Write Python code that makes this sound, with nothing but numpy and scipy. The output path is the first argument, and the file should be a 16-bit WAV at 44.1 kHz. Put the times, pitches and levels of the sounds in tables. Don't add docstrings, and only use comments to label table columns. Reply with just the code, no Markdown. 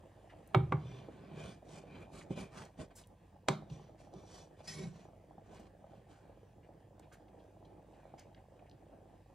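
import sys
import numpy as np
from scipy import signal
from scipy.fft import rfft, irfft, next_fast_len
from scipy.io import wavfile
from scipy.ndimage import uniform_filter1d, map_coordinates

SR = 44100
rng = np.random.default_rng(int(sys.argv[2]) if len(sys.argv) > 2 else 0)


def wav_out(sig):
    wavfile.write(sys.argv[1], SR, np.round(np.clip(np.atleast_2d(sig).T, -1, 1) * 32767).astype(np.int16))


N = 411894

# frequency in Hz, relative level in dB per Hz.
BROTH = [(90, -13.5), (160, 6), (240, -2), (310, 6.5), (430, -2.5), (560, 0), (700, 1), (850, -1.5),
         (1000, -20.5), (1300, -15.5), (2200, -63.5)]
# moment of firmest pressure in s, rise in s, fall in s, then rasp, hiss, drag
# and wall ring in dB before the layers' own trims, and the centre of the ring in Hz.
STROKES = [(0.721, 0.0045, .004, -63, -74.5, -38, -86, 2300),
           (0.958, 0.17, 0.081, -63, -80, -58.5, -65, 3600),
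           (1.37, 0.37, 0.044, -65, -86, -56.5, -74.5, 2430),
           (1.445, 0.072, 0.092, -56.5, -61, -51, -58, 2740),
           (1.76, 0.072, 0.053, -60.5, -61, -55, -67.5, 2580),
           (2.021, 0.15, 0.038, -60, -73.5, -53.5, -63.5, 2260),
           (2.17, 0.042, 0.062, -58.5, -59.5, -54, -68, 2500),
           (2.323, 0.018, 0.024, -60, -62, -48.5, -58.5, 2460),
           (2.383, 0.02, 0.07, -53, -56, -46, -55, 2370), (2.59, 0.052, 0.067, -52, -60.5, -53, -68, 6500),
           (2.806, 0.02, 0.037, -56, -58.5, -45.5, -64.5, 2600),
           (2.915, 0.011, 0.013, -62.5, -84, -72, -78, 2400),
           (2.991, 0.028, 0.031, -65.5, -61.5, -67.5, -82, 5060),
           (3.712, 0.012, 0.053, -72, -71.5, -54.5, -73.5, 4250),
           (3.81, 0.11, 0.1, -68, -79, -63.5, -72.5, 4200),
           (4.015, 0.032, 0.059, -67.5, -71, -76, -81, 4900),
           (4.17, 0.041, 0.059, -70, -77, -57, -70.5, 4200),
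           (4.365, 0.096, 0.078, -65, -63.5, -63.5, -61.5, 4300),
           (4.603, 0.03, 0.03, -66, -73.5, -64, -71, 2760),
           (4.657, 0.019, 0.022, -63.5, -66, -69, -67, 5140),
           (4.682, 0.0063, 0.059, -58.5, -49, -67, -60, 3800),
           (4.802, 0.068, 0.072, -57.5, -58.5, -51.5, -73, 2500),
           (4.99, 0.064, 0.075, -65, -73, -63, -74.5, 4560),
           (5.55, 0.08, 0.11, -61.5, -72, -58.5, -83.5, 2680),
           (5.95, 0.068, 0.086, -70.5, -82.5, -64.5, -89, 2660),
           (6.11, 0.022, 0.094, -68, -73.5, -80, -90, 2470),
           (6.29, 0.084, 0.1, -76, -95.5, -64.5, -96, 2240),
           (8.058, 0.14, 0.13, -74.5, -101, -73, -84, 2304)]
# frequency in Hz, width in Hz, relative level in dB.
SINGING = [(1510, 80, -8.5), (2400, 220, -3), (3102, 250, -8), (3470, 240, -7.5), (4000, 160, -14.5),
           (4600, 210, -13.5), (5070, 73, -14.5), (5770, 300, -2), (6500, 140, -7.5), (6870, 170, -8),
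           (7860, 120, -11), (8370, 160, -10.5), (9060, 190, -7)]


def amp(db):
    return np.exp(np.asarray(db) * (np.log(10) / 20))


def unit(x):
    return x / np.sqrt(np.mean(x ** 2) + 1e-20)


def along(points, hz):
    f, v = np.transpose(points)
    return np.interp(np.log(hz + 1), np.log(f + 1), v)


def wobble(rate):
    count = int(N * rate / SR) + 4
    fine = signal.resample(rng.standard_normal(count), count * 20)
    return np.interp(np.arange(N) * rate / SR * 20, np.arange(len(fine)), fine)


def wander(shape, smooth_s=0.0031):
    size = max(int(smooth_s * SR), 1)
    steps = uniform_filter1d(uniform_filter1d(rng.standard_normal(shape), size), size)
    return np.cumsum(steps, axis=-1) / np.sqrt(SR)


def filtered(x, response):
    n = x.shape[-1]
    padded = next_fast_len(n + SR // 5)
    return irfft(rfft(x, padded) * response(np.fft.rfftfreq(padded, 1 / SR)), padded)[..., :n]


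def spread(pair, spectrum):
    # frequency in Hz, left-right likeness from 0 to 1.
    likeness = [(60, 1), (150, 0.87), (350, 0.98), (700, 0.64), (1400, 0.87), (3100, 0.99), (7000, 0.52),
                (15000, 0.13)]

    def mid_and_side(hz):
        turn = np.arccos(np.clip(along(likeness, hz), -1, 1)) / 2
        return amp(along(spectrum, hz)) * [np.cos(turn), np.sin(turn)]

    mid, side = filtered(pair, mid_and_side)
    return unit(np.array([mid + side, mid - side]))


def pulse(spectrum, size=2048):
    gain = amp(along(spectrum, np.fft.rfftfreq(size, 1 / SR)))
    cepstrum = irfft(np.log(gain + 1e-6))
    click = irfft(np.exp(rfft(2 * cepstrum * (np.arange(size) < size // 2))))
    return click / np.linalg.norm(click)


def grains(rate, scatter_db, smooth):
    struck = rng.random((2, N)) < rate / SR
    hits = struck * rng.standard_normal((2, N)) * amp(scatter_db * rng.uniform(-1, 1, (2, N)))
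    return unit(hits) + smooth * rng.standard_normal((2, N))


def shifting(x, depth_db, width_hz, life):
    hz, t, z = signal.stft(x, SR, nperseg=512)
    u, v = np.meshgrid(hz / width_hz, t / life, indexing="ij")
    knots = rng.standard_normal((int(u.max()) + 3, int(v.max()) + 3))
    patches = amp(depth_db * map_coordinates(knots, [u, v], order=2))
    return unit(signal.istft(z * patches, nperseg=512)[1][:, :x.shape[-1]])


def even(x, width_hz):
    z = rfft(x)
    power = np.mean(abs(z) ** 2, axis=0)
    width = max(int(width_hz * x.shape[-1] / SR), 1)
    hump = np.sqrt(abs(uniform_filter1d(power, width)) + 1e-20)
    return unit(irfft(z / hump, x.shape[-1])) * np.sqrt(np.mean(x ** 2))


def resonance(f, hz, width_hz):
    return 1 / (1 + ((f - hz) / (width_hz / 2)) ** 2)


def rubbed(hz, width_hz, size=N, catch_db=2.5, catches_per_s=28):
    catch = amp(catch_db * wobble(catches_per_s)[:size])
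    return unit(catch * filtered(rng.standard_normal(size), lambda f: resonance(f, hz, width_hz)))


def add(track, s, sound):
    part = track[..., round(s * SR):][..., :sound.shape[-1]]
    part += sound[..., :part.shape[-1]]


def kitchen(x, wet_db):
    # frequency in Hz, t60 in seconds.
    tail_decay = [(150, 0.92), (500, 0.24), (1500, 0.29), (4000, 0.28), (10000, 0.21)]
    hz, t, z = signal.stft(rng.standard_normal((2, SR // 2)), SR, nperseg=256)
    fade = amp(-60 * t / along(tail_decay, hz)[:, None])
    tail = signal.istft(z * fade, SR, nperseg=256)[1]
    tail = spread(tail, [(100, 0), (10000, 0)]) / np.sqrt(tail.shape[1])
    return x + amp(wet_db) * signal.fftconvolve(np.atleast_2d(x), tail, axes=1)[:, :x.shape[-1]]


def simmer(broth_db=-1.7, bubble_db=-3, fizz_db=2.0, stove_db=-65):
    # time in s, bubbling in dB, fizz in dB, both before the trims above.
    simmer_levels = [(0.0, -63, -76.5), (0.521, -61, -75), (0.78, -66.5, -74), (1.56, -62.5, -78),
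                     (2.39, -61, -78.5), (3.22, -70, -79), (3.61, -64, -80.5), (6.3, -65, -79),
                     (6.66, -66.5, -80.5), (8.011, -62, -79), (8.71, -65, -79.5), (9.34, -64, -79.5)]
    # frequency in Hz, relative level in dB per Hz.
    oil_colour = [(600, -28), (1000, 2.5), (1350, -11), (1600, -3.5), (1880, -4.5), (2120, -9.5),
                  (2370, -8.5), (2700, -10), (3050, -10.5), (3500, -13), (4100, -17), (5200, -18),
                  (8000, -18), (11300, -23.5), (14000, -43), (16000, -51.5)]
    # frequency in Hz, relative level in dB per Hz.
    stove_colour = [(20, -10), (36, -8.5), (55, 0), (90, 2.5), (200, -3), (350, -21.5), (500, -9),
                    (800, -45)]
    # frequency in Hz, level in dB.
    hum_tones = [(50, -70), (100, -70)]
    t = np.arange(N) / SR
    s, *levels = np.transpose(simmer_levels)
    bubbling, fizz = (amp(np.interp(t, s, db)) for db in levels)

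    broth = amp(broth_db + 3.3 * wobble(25)) * spread(rng.standard_normal((2, N)), BROTH)

    spits = grains(rate=700, scatter_db=12.5, smooth=2.565)
    spits = shifting(spits, depth_db=2.2, width_hz=300, life=.07)
    oil = amp(fizz_db + 0.72 * wobble(8.4)) * fizz * spread(spits, oil_colour)

    drift = 0.36 * wobble(7.1)
    hum = sum(amp(db) * np.sqrt(2) * np.sin(2 * np.pi * hz * t + drift) for hz, db in hum_tones)

    stove = unit(filtered(rng.standard_normal(N), lambda hz: amp(along(stove_colour, hz))))
    return bubbling * (broth + amp(bubble_db) * bubbles()) + oil + hum + amp(stove_db) * stove


def bubbles(pitch_hz=660, octaves=0.31, cycles=2.67, scatter_db=1.2, muffle_hz=950, count=650):
    t = np.arange(SR // 50) / SR
    when = rng.integers(0, N, (count, 1))
    pitch, size = rng.standard_normal((count, 2)).T[:, :, None]
    turns = pitch_hz * 2 ** (octaves * pitch) * t
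    fade = amp(scatter_db * size - 20 * turns / cycles)
    blips = fade * np.sin(2 * np.pi * turns) * (1 - np.exp(-2 * turns))
    train = np.bincount((when + np.arange(len(t))).ravel(), blips.ravel(), N)[:N]
    muffle = signal.butter(6, muffle_hz, fs=SR, output="sos")
    return unit(signal.sosfilt(muffle, train))


def plops(plop_db=1, cycles=4, glide=0.034, pop=0.31, skin=0.2):
    # start in s, level in dB before the trim plop_db, starting pitch in Hz.
    big_bubbles = [(0.162, -54, 610), (0.338, -42, 655), (0.856, -44, 503), (1.086, -37, 450),
                   (1.376, -40, 414), (1.627, -42.5, 560), (1.838, -45, 483), (2.791, -42, 594),
                   (3.363, -48.5, 720), (3.623, -41, 650), (3.796, -43, 770), (3.894, -45.5, 605),
                   (3.947, -47, 606), (4.072, -45.5, 670), (4.237, -43, 640), (4.605, -43, 604),
                   (5.053, -45, 660), (5.087, -46, 720), (5.134, -46, 626), (5.31, -44, 657),
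                   (5.381, -40, 683), (5.531, -41.5, 643), (5.597, -43, 655), (5.842, -43.5, 610),
                   (5.935, -44, 610), (6.296, -45.5, 542), (6.374, -48.5, 562), (6.431, -48, 444),
                   (6.691, -44.5, 548), (6.998, -48.5, 675), (7.333, -47, 660), (7.57, -45.5, 617),
                   (7.627, -44, 655), (7.776, -51, 677), (8.032, -48, 660), (8.054, -41.5, 644),
                   (8.139, -38.5, 665), (8.78, -54, 654), (8.986, -50.5, 540), (9.057, -46, 647)]
    out, t = np.zeros(N), np.arange(SR // 10) / SR
    dull = pulse(BROTH)
    for s, db, hz in big_bubbles:
        age = t * hz / cycles
        rising_hz = hz * (1 + glide * np.minimum(2 * age, 1))
        tone = np.sin(2 * np.pi * np.cumsum(rising_hz) / SR) * amp(-20 * age)
        splutter = skin * rng.standard_normal(len(t)) * amp(-60 * t / 0.049)
        tear = splutter + pop * (t == 0) / dull.max()
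        burst = signal.fftconvolve(tear, dull)[:len(t)]
        add(out, s, amp(db + plop_db) * (tone * (1 - np.exp(-t / 0.00088)) + burst))
    return out


def smacks_and_ticks(octaves=0.8, ping=0.23, glide=.07):
    # start in s, level in dB, centre in Hz, length in s.
    wet_bursts = [(0.294, -63.5, 1970, .023), (0.474, -65.5, 9900, 0.0034), (0.546, -54.5, 10000, 0.0036),
                  (0.576, -70, 8930, 0.00354), (2.209, -56.5, 1840, 0.0082), (2.651, -63, 5930, .004),
                  (2.952, -60, 7460, 0.03), (3.035, -71, 3470, .008), (3.071, -64.5, 9240, 0.0023),
                  (3.699, -59, 3470, 0.0037), (4.138, -64, 5400, 0.0018), (5.544, -69.5, 6350, 0.0063),
                  (5.595, -70.5, 6300, 0.0084), (6.629, -75.5, 2110, 0.024), (6.995, -63, 6340, 0.0026),
                  (6.996, -68, 1880, .003), (7.021, -73, 2300, 0.025), (7.28, -74.5, 2600, 0.0074),
                  (7.39, -79.5, 3200, .02), (7.932, -76.5, 2600, 0.023), (8.362, -71.5, 1900, .022),
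                  (8.661, -74, 2200, 0.013), (7.114, -65, 1615, 0.025), (7.13, -68.5, 2550, 0.0122),
                  (7.122, -68.5, 6300, 0.018), (7.132, -72, 9200, .01), (7.142, -66, 2000, .003),
                  (7.648, -71.5, 3420, 0.0094), (8.174, -66.5, 2190, 0.04), (8.178, -68.5, 5100, 0.025),
                  (8.194, -58, 5950, 0.0033), (8.346, -60, 2050, 0.0025), (8.347, -68, 3400, .0018),
                  (8.591, -70.5, 1900, 0.0083), (8.696, -62, 3870, 0.0018), (8.713, -62.5, 3350, 0.0024)]
    out, t = np.zeros(N), np.arange(SR // 5) / SR
    for s, db, centre_hz, length in wet_bursts:
        band = lambda hz: (1 + (np.log2((hz + 1) / centre_hz) / octaves) ** 2) ** -2
        crackle = rng.laplace(size=(1, len(t)))
        crackle = shifting(crackle, depth_db=3, width_hz=220, life=.1)[0]
        burst = unit(filtered(crackle, band))
        rising_hz = centre_hz * (1 + glide * np.minimum(t / length - .5, 2))
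        rising_ping = np.sin(2 * np.pi * np.cumsum(rising_hz) / SR)
        swell = (2 * t / length) * np.exp(1 - 2 * t / length)
        add(out, s, amp(db) * (burst + ping * rising_ping) * swell)
    return out


def knocks(click_db=5, clatter_db=-8.5, tick_db=-23, graze_db=-32, graze_rise=0.0029, wash_t60=0.27,
           wall_waver=1.1):
    # start in s, knock in dB, contact cut-off in Hz, clatter t60 in s,
    # wall ring in dB re knock, wash in dB re knock, spoon tone in Hz, spoon tone in dB re knock,
    # spoon tone t60 in s, boom in dB, boom centre in Hz, boom delay in s.
    blows = [(0.547, -9.5, 3480, 0.02, -20, -37, 1310, -9, 0.018, -23.5, 110, 0.026),
             (0.7226, -18.5, 2660, 0.033, -19.5, -28, 1162, -7.5, 0.048, -30.5, 124, 0.025),
             (2.3055, -33, 710, .025, -15.5, -38, 297, 1, 0.05, -36.5, 215, 0.00703),
             (2.376, -42.5, 4000, .025, -24, -14, 603, 2.5, 0.035, -64, 180, 0.0108),
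             (3.4854, -11, 12500, 0.02, -25, -25, 830, -13.5, 0.027, -28.5, 237, 0.021),
             (3.699, -62, 6100, 0.023, -10, -26, 810, 8, .03, -44, 143, .026),
             (4.137, -45.5, 970, 0.021, -11, -27, 710, 1.5, 0.032, -57, 168, 0.026),
             (4.854, -50.5, 605, .025, -4, -20, 390, -10, .08, -47, 161, 0.023)]
    # frequency in Hz, mean relative level in dB, t60 in s.
    wall_modes = [(323.8, -2, 0.18), (386, 6, 0.17), (523, -4, 0.14), (586, -9.5, .13), (800, -0.5, .14),
                  (948, 0.5, 0.083), (1023, -10, 0.083), (1190, -10.5, 0.13), (1310, -11, 0.079),
                  (1480, -13, 0.11), (2120, -19, 0.14), (2240, -10.5, 0.13), (2720, -14.5, 0.077),
                  (3220, -24.5, .15), (3572, -23, 0.12), (3747, -22, 0.2), (4172, -28, .19)]
    # frequency in Hz, relative level in dB per Hz.
    crack_colour = [(100, -15), (250, -5), (450, -9.5), (700, 0), (1000, -2), (1400, -4), (1800, -12.5),
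                    (2280, -6), (2650, -17), (3200, -12.5), (3750, -13), (5000, -18.5), (7800, -17.5),
                    (11500, -37.5), (15000, -51.5)]
    # frequency in Hz, relative level in dB per Hz.
    wash_colour = [(250, -9), (450, -0.5), (700, 7), (1100, -0.5), (1400, -1), (1800, -18), (2250, -13.5),
                   (2700, -23.5), (3700, -9.5), (4800, -20.5), (9000, -33.5)]
    out, lead = np.zeros((2, N)), SR // 50
    t = np.arange(-lead, SR // 2) / SR
    age, click = np.maximum(t, 0), pulse(crack_colour)
    onset = 1 - np.exp(-age / 0.00025)
    hz, level, t60 = np.transpose(wall_modes)[:, :, None]
    signs = (-1) ** np.arange(len(wall_modes))[:, None]
    for (s, db, contact_hz, clatter_t60, ring_db, wash_db, wood_hz, wood_db, wood_t60,
         boom_db, centre_hz, delay) in blows:
        clatter = spread(rng.standard_normal((2, len(t))), [(100, 0), (10000, 0)])
        graze = amp(graze_db) * np.exp(-abs(t) / graze_rise)
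        shape = np.where(t < 0, graze, amp(clatter_db - 60 * age / clatter_t60))
        contact = even(shape * clatter + amp(click_db) * (t == 0), width_hz=520)
        crack = signal.fftconvolve(contact, click[None], axes=1)[:, :len(t)]

        drift = wander((len(wall_modes), len(t) - lead))
        drift = wall_waver * np.pad(drift, [(0, 0), (lead, 0)])
        strength = level + rng.normal(0, 1.2, level.shape)
        modes = amp(strength - 60 * age / t60) * np.sin(2 * np.pi * (hz * age + drift))
        ring = amp(ring_db) * np.sum(modes * signs, axis=0)

        weak_modes = shifting(rng.standard_normal((2, len(t))), depth_db=4, width_hz=130, life=.06)
        wash = amp(wash_db - 60 * age / wash_t60) * spread(weak_modes, wash_colour)
        wood = amp(wood_db - 60 * age / wood_t60) * np.sin(2 * np.pi * wood_hz * age)

        soft = signal.butter(6, min(contact_hz, SR / 2.2), fs=SR, output="sos")
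        blow = signal.sosfilt(soft, crack + (ring + wash + wood) * onset) + amp(tick_db) * crack
        low = amp(boom_db) * onset * boom(t - delay, centre_hz)
        add(out, s - lead / SR, amp(db) * kitchen(blow, wet_db=-13.5) + low)
    return out


def boom(t, centre_hz, rise=0.005, hold=0.0083, octaves=0.52, waver=.8):
    # frequency in Hz, relative level in dB, t60 in s.
    bottom_modes = [(74.6, -9.5, 0.63), (116.6, -10.5, 0.39), (125.9, -10, 1.0), (130.7, -3.5, 0.11),
                    (143, -17.5, 1.1), (152.5, -2.5, 0.38), (177.5, -9, 0.25), (207.4, -11, 0.4)]
    swell = np.exp(-(np.minimum(t + hold, 0) / rise) ** 2)
    total = 0
    for hz, db, t60 in bottom_modes:
        fade = amp(db - 60 * np.maximum(t - hold, 0) / t60)
        picked = np.exp(-(np.log2(hz / centre_hz) / octaves) ** 2 / 2)
        sway = waver * np.interp(t, t[t > 0], wander(np.sum(t > 0)))
        total = total + fade * picked * np.cos(2 * np.pi * (hz * t + sway))
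    return swell * total


def scrapes(rasp_db=-3.0, hiss_db=-4.0, drag_db=-2.0, judder_db=1.56, squelch_db=-14, clump_db=3,
            between_modes=1.0):
    # frequency in Hz, relative level in dB per Hz.
    rasp_colour = [(400, -24), (650, 14), (850, 7.5), (1080, 8.5), (1300, 2.5), (1520, 2), (1900, 0),
                   (2400, -3.5), (2800, -4), (3300, -9.5), (4400, -11.5), (6000, -36.5), (9000, -34)]
    hiss_colour = [(2600, -10), (4500, 1.5), (5800, 3), (8000, 2.5), (10000, -5), (11400, -3.5),
                   (12500, -31), (16000, -26)]
    drag_colour = [(30, -28), (55, 2), (90, 0.5), (182, -2.5), (215, -5), (259, -1.5), (386, -5.5),
                   (563, -5.5), (631, -4), (892, -29.5), (1030, -13.5), (1100, -14), (1430, -37.5),
                   (2420, -120)]
    squelch_colour = [(500, -22.5), (1000, 3), (1700, 2), (3500, -3), (6000, -21), (12000, -53)]
    # frequency in Hz, width in Hz,
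    # level in dB re drag.
    shaken_modes = [(150, 24, -7), (183.5, 70, -3), (391, 30, -10.5)]
    pressures = np.array([stroke(s, rise, fall) for s, rise, fall, *_ in STROKES])
    rasp, hiss, drag = amp(np.transpose(STROKES)[3:6]) @ pressures

    slips = grains(rate=3000, scatter_db=5, smooth=.8)
    slips = shifting(slips, depth_db=4.2, width_hz=130, life=.07)
    modal = lambda f: between_modes + sum(resonance(f, hz, width_hz) for hz, width_hz, _ in SINGING)
    slips = filtered(slips, modal)
    judder = amp(judder_db * wobble(60))
    bright = amp(rasp_db) * rasp * spread(slips, rasp_colour)
    bright += amp(hiss_db) * hiss * spread(slips, hiss_colour)

    shudder = sum(amp(db) * rubbed(hz, width_hz) for hz, width_hz, db in shaken_modes)
    rumble = amp(drag_db) * spread(rng.standard_normal((2, N)), drag_colour)
    low = drag * (rumble + shudder)

    pops = grains(rate=600, scatter_db=4, smooth=.25)
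    squelch = amp(squelch_db + clump_db * wobble(35)) * rasp * spread(pops, squelch_colour)
    return judder * bright + squelch + low + kitchen(singing(pressures), wet_db=-12.5)


def stroke(s, rise, fall, steepness=2.06):
    t = np.arange(N) / SR - s
    return np.exp(-np.minimum(np.maximum(-t / rise, t / fall), 5) ** steepness)


def singing(pressures, octaves=0.41):
    ring_db, centre_hz = np.transpose(STROKES)[-2:]
    out = np.zeros(N)
    for hz, width_hz, db in SINGING:
        picked = amp(ring_db + db) * np.exp(-(np.log2(hz / centre_hz) / octaves) ** 2 / 2)
        out += picked @ pressures * rubbed(hz, width_hz)
    return out


def skid(start_s=4.672, length_s=0.17, attack_s=0.0042, release_s=0.026, bite_db=6, bite_s=0.019):
    # frequency in Hz, width in Hz, level in dB at the start and at the end, before the bite.
    skid_modes = [(177, 34, -66, -46.5), (384, 24, -73, -51), (780, 68, -76, -61), (1910, 110, -59.5, -73),
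                  (2240, 100, -62, -66), (2550, 120, -69, -73), (3520, 1200, -64, -74),
                  (4200, 130, -64, -78), (4640, 140, -60, -78), (5220, 230, -56, -73),
                  (5750, 500, -62, -69), (6440, 200, -66, -73), (7390, 110, -67, -72),
                  (10650, 500, -72, -75)]
    out, t = np.zeros(N), np.arange(SR // 2) / SR
    way = np.minimum(t / length_s, 1)
    grip = (1 - np.exp(-t / attack_s)) * np.exp(-np.maximum(t - length_s, 0) / release_s)
    bite = amp(bite_db * np.exp(-t / bite_s))
    squeal = np.zeros(len(t))
    for hz, width_hz, first, last in skid_modes:
        squeal += amp(first + (last - first) * way) * rubbed(hz, width_hz, size=len(t))
    add(out, start_s, bite * grip * squeal)
    return out


def scene():
    # frequency in Hz, left minus right in dB, left lead in radians.
    port_rows = [(150, -0.74, 0), (400, -3.5, -.7), (700, -1, 1), (1400, -1.8, -0.92), (3000, 2, 0.9),
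                 (4270, -0.5, 0.24), (5300, .6, -1), (15000, -.5, -0.56)]
    pot = knocks() + scrapes() + kitchen(skid(), wet_db=-11.5)
    pot = pot + kitchen(plops(), wet_db=-7.5) + kitchen(smacks_and_ticks(), wet_db=-9) + simmer()
    ports, sides = np.array(port_rows), np.array([[.5], [-.5]])

    def port_response(hz):
        level = amp(sides * along(ports[:, :2], hz))
        return level * np.exp(1j * sides * along(ports[:, ::2], hz))

    return filtered(pot, port_response)


def record(dry, low_hz=39.05, top_hz=15800):
    thin = signal.sosfilt(signal.butter(2, low_hz, "highpass", fs=SR, output="sos"), dry)
    return filtered(thin, lambda hz: hz < top_hz)


dry = scene()
out = record(dry)
wav_out(out)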